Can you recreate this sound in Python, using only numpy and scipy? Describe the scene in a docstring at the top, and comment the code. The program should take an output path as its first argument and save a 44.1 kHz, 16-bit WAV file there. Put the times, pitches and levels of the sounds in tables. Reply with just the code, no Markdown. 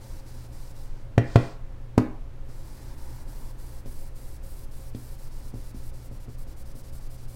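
"""A soft brush hisses to and fro over card on a table, in strokes that grow shorter and quicker.
Its bristles slip on the paper, and the sheet murmurs under the slow, heavy strokes. Early on the brush
lifts and a sleeve rustles faintly: three knocks set the table ringing, and around the second something
ridged slides with a fine zip. Then the brush head lands with soft thumps as the sweeps return and
tighten into scrubbing. Underneath, a small room rumbles and an appliance hums."""
import sys
import numpy as np
from scipy import signal
from scipy.fft import rfft, irfft, next_fast_len
from scipy.io import wavfile
from scipy.ndimage import uniform_filter1d

SR = 44100
rng = np.random.default_rng(int(sys.argv[2]) if len(sys.argv) > 2 else 0)


def wav_record(signal):
    """Record a signal, one row per channel, as 16-bit PCM in the file named by sys.argv[1]."""
    frames = np.transpose(np.atleast_2d(signal))
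    bounded = np.clip(frames, -1, 1)
    # unit amplitude maps onto the largest positive 16-bit level
    quanta = np.round(bounded * 32767).astype(np.int16)
    wavfile.write(sys.argv[1], SR, quanta)


N = 324267
T = np.arange(N) / SR


def from_db(db):
    """Decibels to gain."""
    return 10 ** (np.asarray(db) / 20)


def rms_one(x):
    """Scale to unit rms."""
    return x / np.sqrt(np.mean(x ** 2) + 1e-20)


def automation(points):
    """Draw a (time, value) curve through every sample."""
    return np.interp(T, *np.transpose(points))


def at_hz(points, hz):
    """Read a table on a log-frequency axis."""
    f, value = np.transpose(points)
    return np.interp(np.log(hz + 1e-3), np.log(f), value)


def equalise(x, spectrum):
    """Shape x with an EQ curve that rolls off below its first point."""
    size = next_fast_len(len(x))
    hz = np.arange(size // 2 + 1) * SR / size
    low_cut = 1 - np.exp(-(hz / spectrum[0][0]) ** 2 * 2)
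    return irfft(rfft(x, size) * from_db(at_hz(spectrum, hz)) * low_cut, size)[:len(x)]


def band(x, low_hz, high_hz, order=2):
    """Butterworth band-pass."""
    return signal.sosfilt(signal.butter(order, [low_hz, high_hz], "band", fs=SR, output="sos"), x)


def resonant_noise(hz, width):
    """One steady band of noise at unit rms, its lower edge no lower than 10 Hz."""
    noise = rng.standard_normal(N + SR)
    return rms_one(band(noise, max(hz - width / 2, 10), hz + width / 2)[SR:])


def ring(force, hz, t60):
    """One mode: a unit click starts a decaying sine of height 1."""
    r, w = from_db(-60 / (t60 * SR)), 2 * np.pi * hz / SR
    return signal.lfilter([0, np.sin(w)], [1, -2 * r * np.cos(w), r * r], force + 1e-18)


def add(out, s, sound):
    """Mix a sound in at time s."""
    i = int(s * SR)
    out[i:i + len(sound)] += sound[:N - i]


def friction(spread_db):
    """Countless tiny slips of uneven size."""
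    return rng.standard_normal(N) * from_db(spread_db * rng.standard_normal(N))


# EQ of the room air: (frequency [Hz], gain [dB])
AIR_EQ = [(12, 6), (30, 0.5), (45, -19), (60, -7.5), (80, -16.5), (130, -18), (190, -29), (330, -29),
          (450, -33), (900, -38), (2000, -46), (4000, -53.5), (9000, -60.5), (16000, -65)]
# partials of the appliance hum: (frequency [Hz], level [dB])
HUM_PARTIALS = [(59.6, -52), (119.2, -49.5), (238.4, -67)]
def room_tone(air_mids_db=-61.5, waver=.24, fan_hz=540, fan_db=-63):
    """The bed: rumbling air, an appliance's slightly wavering hum and the soft note of its fan."""
    air = equalise(rng.standard_normal(N), AIR_EQ)
    air = air / np.std(band(air, 700, 3000, order=4))
    hum = 0
    for hz, db in HUM_PARTIALS:
        tone = np.sqrt(2) * np.sin(2 * np.pi * hz * T)
        hum = hum + from_db(db) * (tone + waver * resonant_noise(hz, width=11.3))
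    fan = resonant_noise(fan_hz, width=28)
    return from_db(air_mids_db) * air + hum + from_db(fan_db) * fan


# tone of the reverb: (frequency [Hz], gain [dB])
REVERB_EQ = [(60, 0.5), (150, -0.5), (300, 0.5), (700, -4), (2000, 4.5), (5000, 1), (10000, -3),
             (16000, 5.5)]
# decay of the reverb: (frequency [Hz], t60 [s])
REVERB_DECAY = [(100, 0.28), (400, 0.43), (1000, 0.55), (3000, 0.33), (8000, 0.27), (16000, 0.33)]
def room_reverb(x, wet_db=-9, predelay_s=.0062):
    """The small room's diffuse tail dies away band by band."""
    t, edges = np.arange(SR * 3 // 4) / SR, np.geomspace(50, 18000, 13)
    tail = 0
    for low, high in zip(edges, edges[1:]):
        hz = np.sqrt(low * high)
        decay = from_db(at_hz(REVERB_EQ, hz) - 60 * t / at_hz(REVERB_DECAY, hz))
        tail = tail + band(rng.standard_normal(len(t)), low, high) * decay
    tail = tail * (t > predelay_s)
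    return from_db(wet_db) * signal.fftconvolve(x, tail / np.sqrt(np.sum(tail ** 2)))[:N]


def wall_echo(x, echo_db=-19, echo_s=.043, dull_hz=700):
    """One dull slap back from the far wall."""
    return from_db(echo_db) * band(np.interp(T - echo_s, T, x), 160, dull_hz, order=1)


# EQ of the slide's rasp: (frequency [Hz], gain [dB])
RASP_EQ = [(400, -16), (1000, 14), (2300, 2), (3500, 4), (4900, 8), (6000, 0.5), (8000, 0), (10000, -12),
           (16000, -14)]
def slide(start_s=1.194, end_s=1.596, peak_db=-50, zip_db=-17, top_ridges_hz=9700):
    """A finely ridged surface rasps with a thin zip; pitch and level follow one arch of speed."""
    arch = np.abs(np.sin(np.pi * np.clip((T - start_s) / (end_s - start_s), 0, 1)))
    jitter = 1 + .022 * resonant_noise(300, width=560)
    ridges_hz = top_ridges_hz * arch ** .4 * jitter
    whistle = np.sin(2 * np.pi * np.cumsum(ridges_hz) / SR)
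    rasp = rms_one(equalise(friction(spread_db=3), RASP_EQ))
    return from_db(peak_db) * arch ** 1.4 * (rasp + from_db(zip_db) * whistle)


# modes of the table top: (frequency [Hz], level [dB], t60 [s])
TABLE_MODES = [(118, 5.5, .105), (160, -14, .1), (225, -11, .1), (252, -9.5, .11), (305, -12.5, .1),
               (375, -12, .07), (430, -9, .1), (490, -13, .08), (545, -6, .065), (679, -6.5, .06),
               (800, -13, .045), (1000, -16, .05), (1205, -22, .05), (1500, -25, .04)]
def table_top(t, hollow_db, hollow_hz=265, width_octaves=.71):
    """The table rings from one blow; a hollow-sounding blow favours the low mids."""
    click, out = 1.0 * (t == 0), 0
    for hz, db, t60 in TABLE_MODES:
        nearness = np.exp(-(np.log2(hz / hollow_hz) / width_octaves) ** 2)
        out = out - from_db(db + hollow_db * (nearness - .5)) * ring(click, hz, t60)
    return out


# EQ of a hard contact's crack: (frequency [Hz], gain [dB])
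CRACK_EQ = [(400, 1), (900, 0.5), (1400, -2.5), (1900, -5.5), (2400, -9.5), (3100, -15.5), (3800, -14),
            (6500, -22), (10000, -33), (16000, -41)]
# knocks on the table; crack and snap are relative to strength: (time [s], strength [dB],
# hollowness [dB], push [0-1], crack [dB], crack centre [Hz], snap [dB])
KNOCK_CUES = [(1.1798, -11.3, 1, .45, -4.5, 2800, -20), (1.3586, -9.2, -2, .54, -2, 3000, -20),
              (1.9792, -9.7, 16, .25, -1, 1400, -15)]
def knocks(push_s=.00495, body_hz=1400, crack_trim_db=-5, rise_s=.0004, crack_t60=.032, snap_t60=.015):
    """A short push, then the hard contact that snaps, cracks and sets the table ringing."""
    body, attacks, t = np.zeros(N), np.zeros(N), np.arange(SR // 2) / SR
    crack_envelope = (1 - np.exp(-t / rise_s)) * from_db(-60 * t / crack_t60)
    for s, db, hollow_db, push, crack_db, centre_hz, snap_db in KNOCK_CUES:
        add(body, s - push_s, push * np.linspace(0, 1, int(push_s * SR)) ** 2)
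        add(body, s, from_db(db) * table_top(t, hollow_db))
        crack = equalise(rng.standard_normal(len(t)), CRACK_EQ)
        crack = rms_one(crack + band(crack, centre_hz / 1.32, centre_hz * 1.08, order=1))
        add(attacks, s - rise_s, from_db(db + crack_db + crack_trim_db) * crack_envelope * crack)
        snap = from_db(db + snap_db - 60 * t / snap_t60) * rng.standard_normal(len(t))
        add(attacks, s, band(snap, 2600, 8500))
    # the heavy top cannot follow the fastest part of the blow
    return attacks + signal.sosfilt(signal.butter(2, body_hz, fs=SR, output="sos"), body)


# the brush head touches down: (time [s], strength [dB], tick relative to strength [dB])
LANDING_CUES = [(2.49, -42.5, -26), (3.859, -34, -13), (4.948, -29.5, -14), (5.54, -30.5, -22),
                (5.745, -37.5, -30), (6.113, -37.5, -30), (6.282, -34.5, -30), (6.469, -39.5, -28),
                (6.753, -40, -32)]
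def landings(soft_hz=440, tick_t60=.04):
    """The padded head gives a dull thump, a little different each time, and a faint tick of bristles."""
    thumps, ticks, t = np.zeros(N), np.zeros(N), np.arange(SR // 3) / SR
    for s, db, tick_db in LANDING_CUES:
        add(thumps, s, from_db(db) * table_top(t, hollow_db=rng.normal(5, 4.3)))
        add(ticks, s, from_db(db + tick_db - 60 * t / tick_t60) * rng.standard_normal(len(t)))
    return band(thumps, 80, soft_hz) + band(ticks, 1200, 5500)


# resonances of the card: (frequency [Hz], width [Hz], relative level [dB])
SHEET_RESONANCES = [(285, 139, 3), (610, 450, -12.5), (899, 184, -1), (1600, 850, -12.5)]
# fader of its murmur: (time [s], level [dB])
SHEET_FADER = [(0, -57), (.8, -63), (2.5, -61.5), (2.9, -56), (3.3, -56), (4.5, -67), (5.5, -61.5),
               (7.35, -86)]
def sheet_murmur(motion):
    """The card resonates under the moving brush, most in the slow, heavy strokes."""
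    murmur = sum(from_db(db) * np.sqrt(width) * resonant_noise(hz, width)
                 for hz, width, db in SHEET_RESONANCES)
    return from_db(automation(SHEET_FADER)) * motion * rms_one(murmur)


# scrubbing cycles: (start [s], pace of the return as treble lift [dB])
SCRUB_CYCLES = [(5.30, .5), (5.525, 1), (5.73, 2), (5.92, 1.2), (6.10, -.5), (6.273, 3.2), (6.455, 2.3),
                (6.642, 2.5), (6.826, 3), (6.998, 1.7), (7.172, 3)]
# round loops flatten into straight strokes: (time [s], pause before push [s], pause before return [s])
TURN_PAUSES = [(5.3, .018, 0.0046), (5.6, .028, 0), (6.05, .028, .002), (6.5, 0.03, .03), (6.8, .016, .02),
               (7.3, 0.007, .018)]
def scrub_strokes(end_s=7.36, push_share=.52, push_pace_db=-1.6):
    """Each cycle of the hand is a push and a faster return; gives (start, end, pace) for each stroke."""
    s, before_push, before_return = np.transpose(TURN_PAUSES)
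    ends = [start for start, _ in SCRUB_CYCLES[1:]] + [end_s]
    strokes = []
    for (start, return_pace_db), end in zip(SCRUB_CYCLES, ends):
        turn = start + push_share * (end - start)
        start_gap, end_gap = np.interp([start, end], s, before_push) / 2
        turn_gap = np.interp(turn, s, before_return) / 2
        strokes.append((start + start_gap, turn - turn_gap, push_pace_db))
        strokes.append((turn + turn_gap, end - end_gap, return_pace_db))
    return strokes


def stroke_envelopes(strokes, fade_s, arch_db, pace_arch_db, slowing_db):
    """Gains of the hiss and its treble: a stroke fades in, is fastest near its middle and fades out."""
    gains = np.zeros((2, N))
    for start, end, pace_db in strokes:
        fade = np.clip(np.minimum(T - start, end - T) / fade_s + .5, 0, 1)
        on = fade > 0
        from_middle = (T[on] - start) / (end - start) - .5
        arch = np.cos(np.pi * from_middle) - 2 / np.pi
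        motion = fade[on] * from_db(arch_db * arch)
        treble = motion * from_db(pace_db + pace_arch_db * arch - slowing_db * from_middle)
        gains[:, on] += [motion, treble]
    return gains


# sweeps of the brush, and a faint, dull sleeve rustle near 0.9 s:
# (start [s], end [s], pace as treble lift [dB])
SWISH_CUES = [(0.01, 0.213, -3.5), (0.26, 0.47, -4), (0.52, 0.724, -3), (0.754, 0.89, -3),
              (0.89, 1.03, -13), (2.488, 2.947, -2.5), (2.975, 3.232, -.5), (3.276, 3.521, 1),
              (3.583, 3.81, 1), (3.86, 4.09, 3), (4.153, 4.375, 2.5), (4.429, 4.655, 3.5),
              (4.713, 4.905, 2), (4.95, 5.156, 2.5), (5.184, 5.286, 1)]
# hiss left at the turns: (time [s], level relative to a stroke [dB])
TURN_HISS = [(.5, -11), (3.2, -7), (3.85, -13), (4.9, -12), (5.2, -6), (5.5, -18)]
def hand_gesture():
    """Sweeps, a sleeve rustle, then scrubs: the gains of hiss and treble, and the position (0-1)."""
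    scrubs = scrub_strokes()
    swishing = stroke_envelopes(SWISH_CUES, fade_s=.018, arch_db=-.2, pace_arch_db=1.5, slowing_db=.8)
    scrubbing = stroke_envelopes(scrubs, fade_s=.015, arch_db=-1, pace_arch_db=4, slowing_db=-.5)
    motion, treble = swishing + scrubbing
    # bent bristles stay on the paper through the turns
    touching = np.clip(2 * uniform_filter1d(motion, SR // 6), 0, 1)
    lingering = from_db(automation(TURN_HISS)) * touching
    position = automation([(stroke[0], k % 2) for k, stroke in enumerate(SWISH_CUES + scrubs)])
    return np.hypot(motion, lingering), np.hypot(treble, lingering), position


def near_reflection(x, position, share=.25):
    """A nearby surface adds a light flange: its delay shifts as the head travels."""
    delay_s = .0017 + .0001 * position
    return (x + share * np.interp(T - delay_s, T, x)) / np.sqrt(1 + share ** 2)


# EQ of bristles on paper: (frequency [Hz], gain [dB])
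BRISTLE_EQ = [(1400, -16), (2200, -4), (3100, -6), (4000, 1), (4900, 3.5), (6600, 0), (8200, 2.5),
              (11000, 1), (14000, -1), (16000, -3)]
# pressure on the brush as the fader of its hiss, dipped for the sleeve rustle: (time [s], level [dB])
PRESSURE_FADER = [(0, -55.5), (.82, -57), (.93, -64), (2.6, -60), (2.7, -57.5), (3.4, -57.5), (4.3, -58.5),
                  (5.85, -57.5), (6.2, -60.5), (6.8, -57.5), (7.35, -58.5)]
def brush(flutter_db=.55, flicker_db=.5):
    """Slipping bristles hiss over the murmuring card, louder with pressure and brighter with pace."""
    motion, treble, position = hand_gesture()
    hiss = rms_one(equalise(friction(spread_db=1.5), BRISTLE_EQ))
    highs = equalise(hiss, [(10, -40), (5500, -25), (8000, -3), (11500, .5)])
    flicker = from_db(flicker_db * resonant_noise(14, width=8))
    hiss = motion * (hiss - highs) + treble * highs * flicker
    hiss = near_reflection(hiss, position)
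    flutter = from_db(flutter_db * resonant_noise(25, width=72))
    return from_db(automation(PRESSURE_FADER)) * hiss * flutter + sheet_murmur(motion)


def scene(rubbing_send_db=-8):
    """The mono mix: blows and rubbing sound in the room, over its hum."""
    blows = knocks() + landings()
    rubbing = brush() + slide()
    ambience = room_reverb(blows + from_db(rubbing_send_db) * rubbing) + wall_echo(blows)
    return (blows + rubbing + ambience + room_tone())[None]


def record(dry, ceiling=.98, cutoff_hz=15900):
    """A soft clip rounds the highest peaks and a steep low-pass cuts the top."""
    rounded = dry / (1 + (dry / ceiling) ** 8) ** (1 / 8)
    return signal.sosfilt(signal.ellip(12, .1, 80, cutoff_hz, fs=SR, output="sos"), rounded)


dry = scene()
out = record(dry)
wav_record(out)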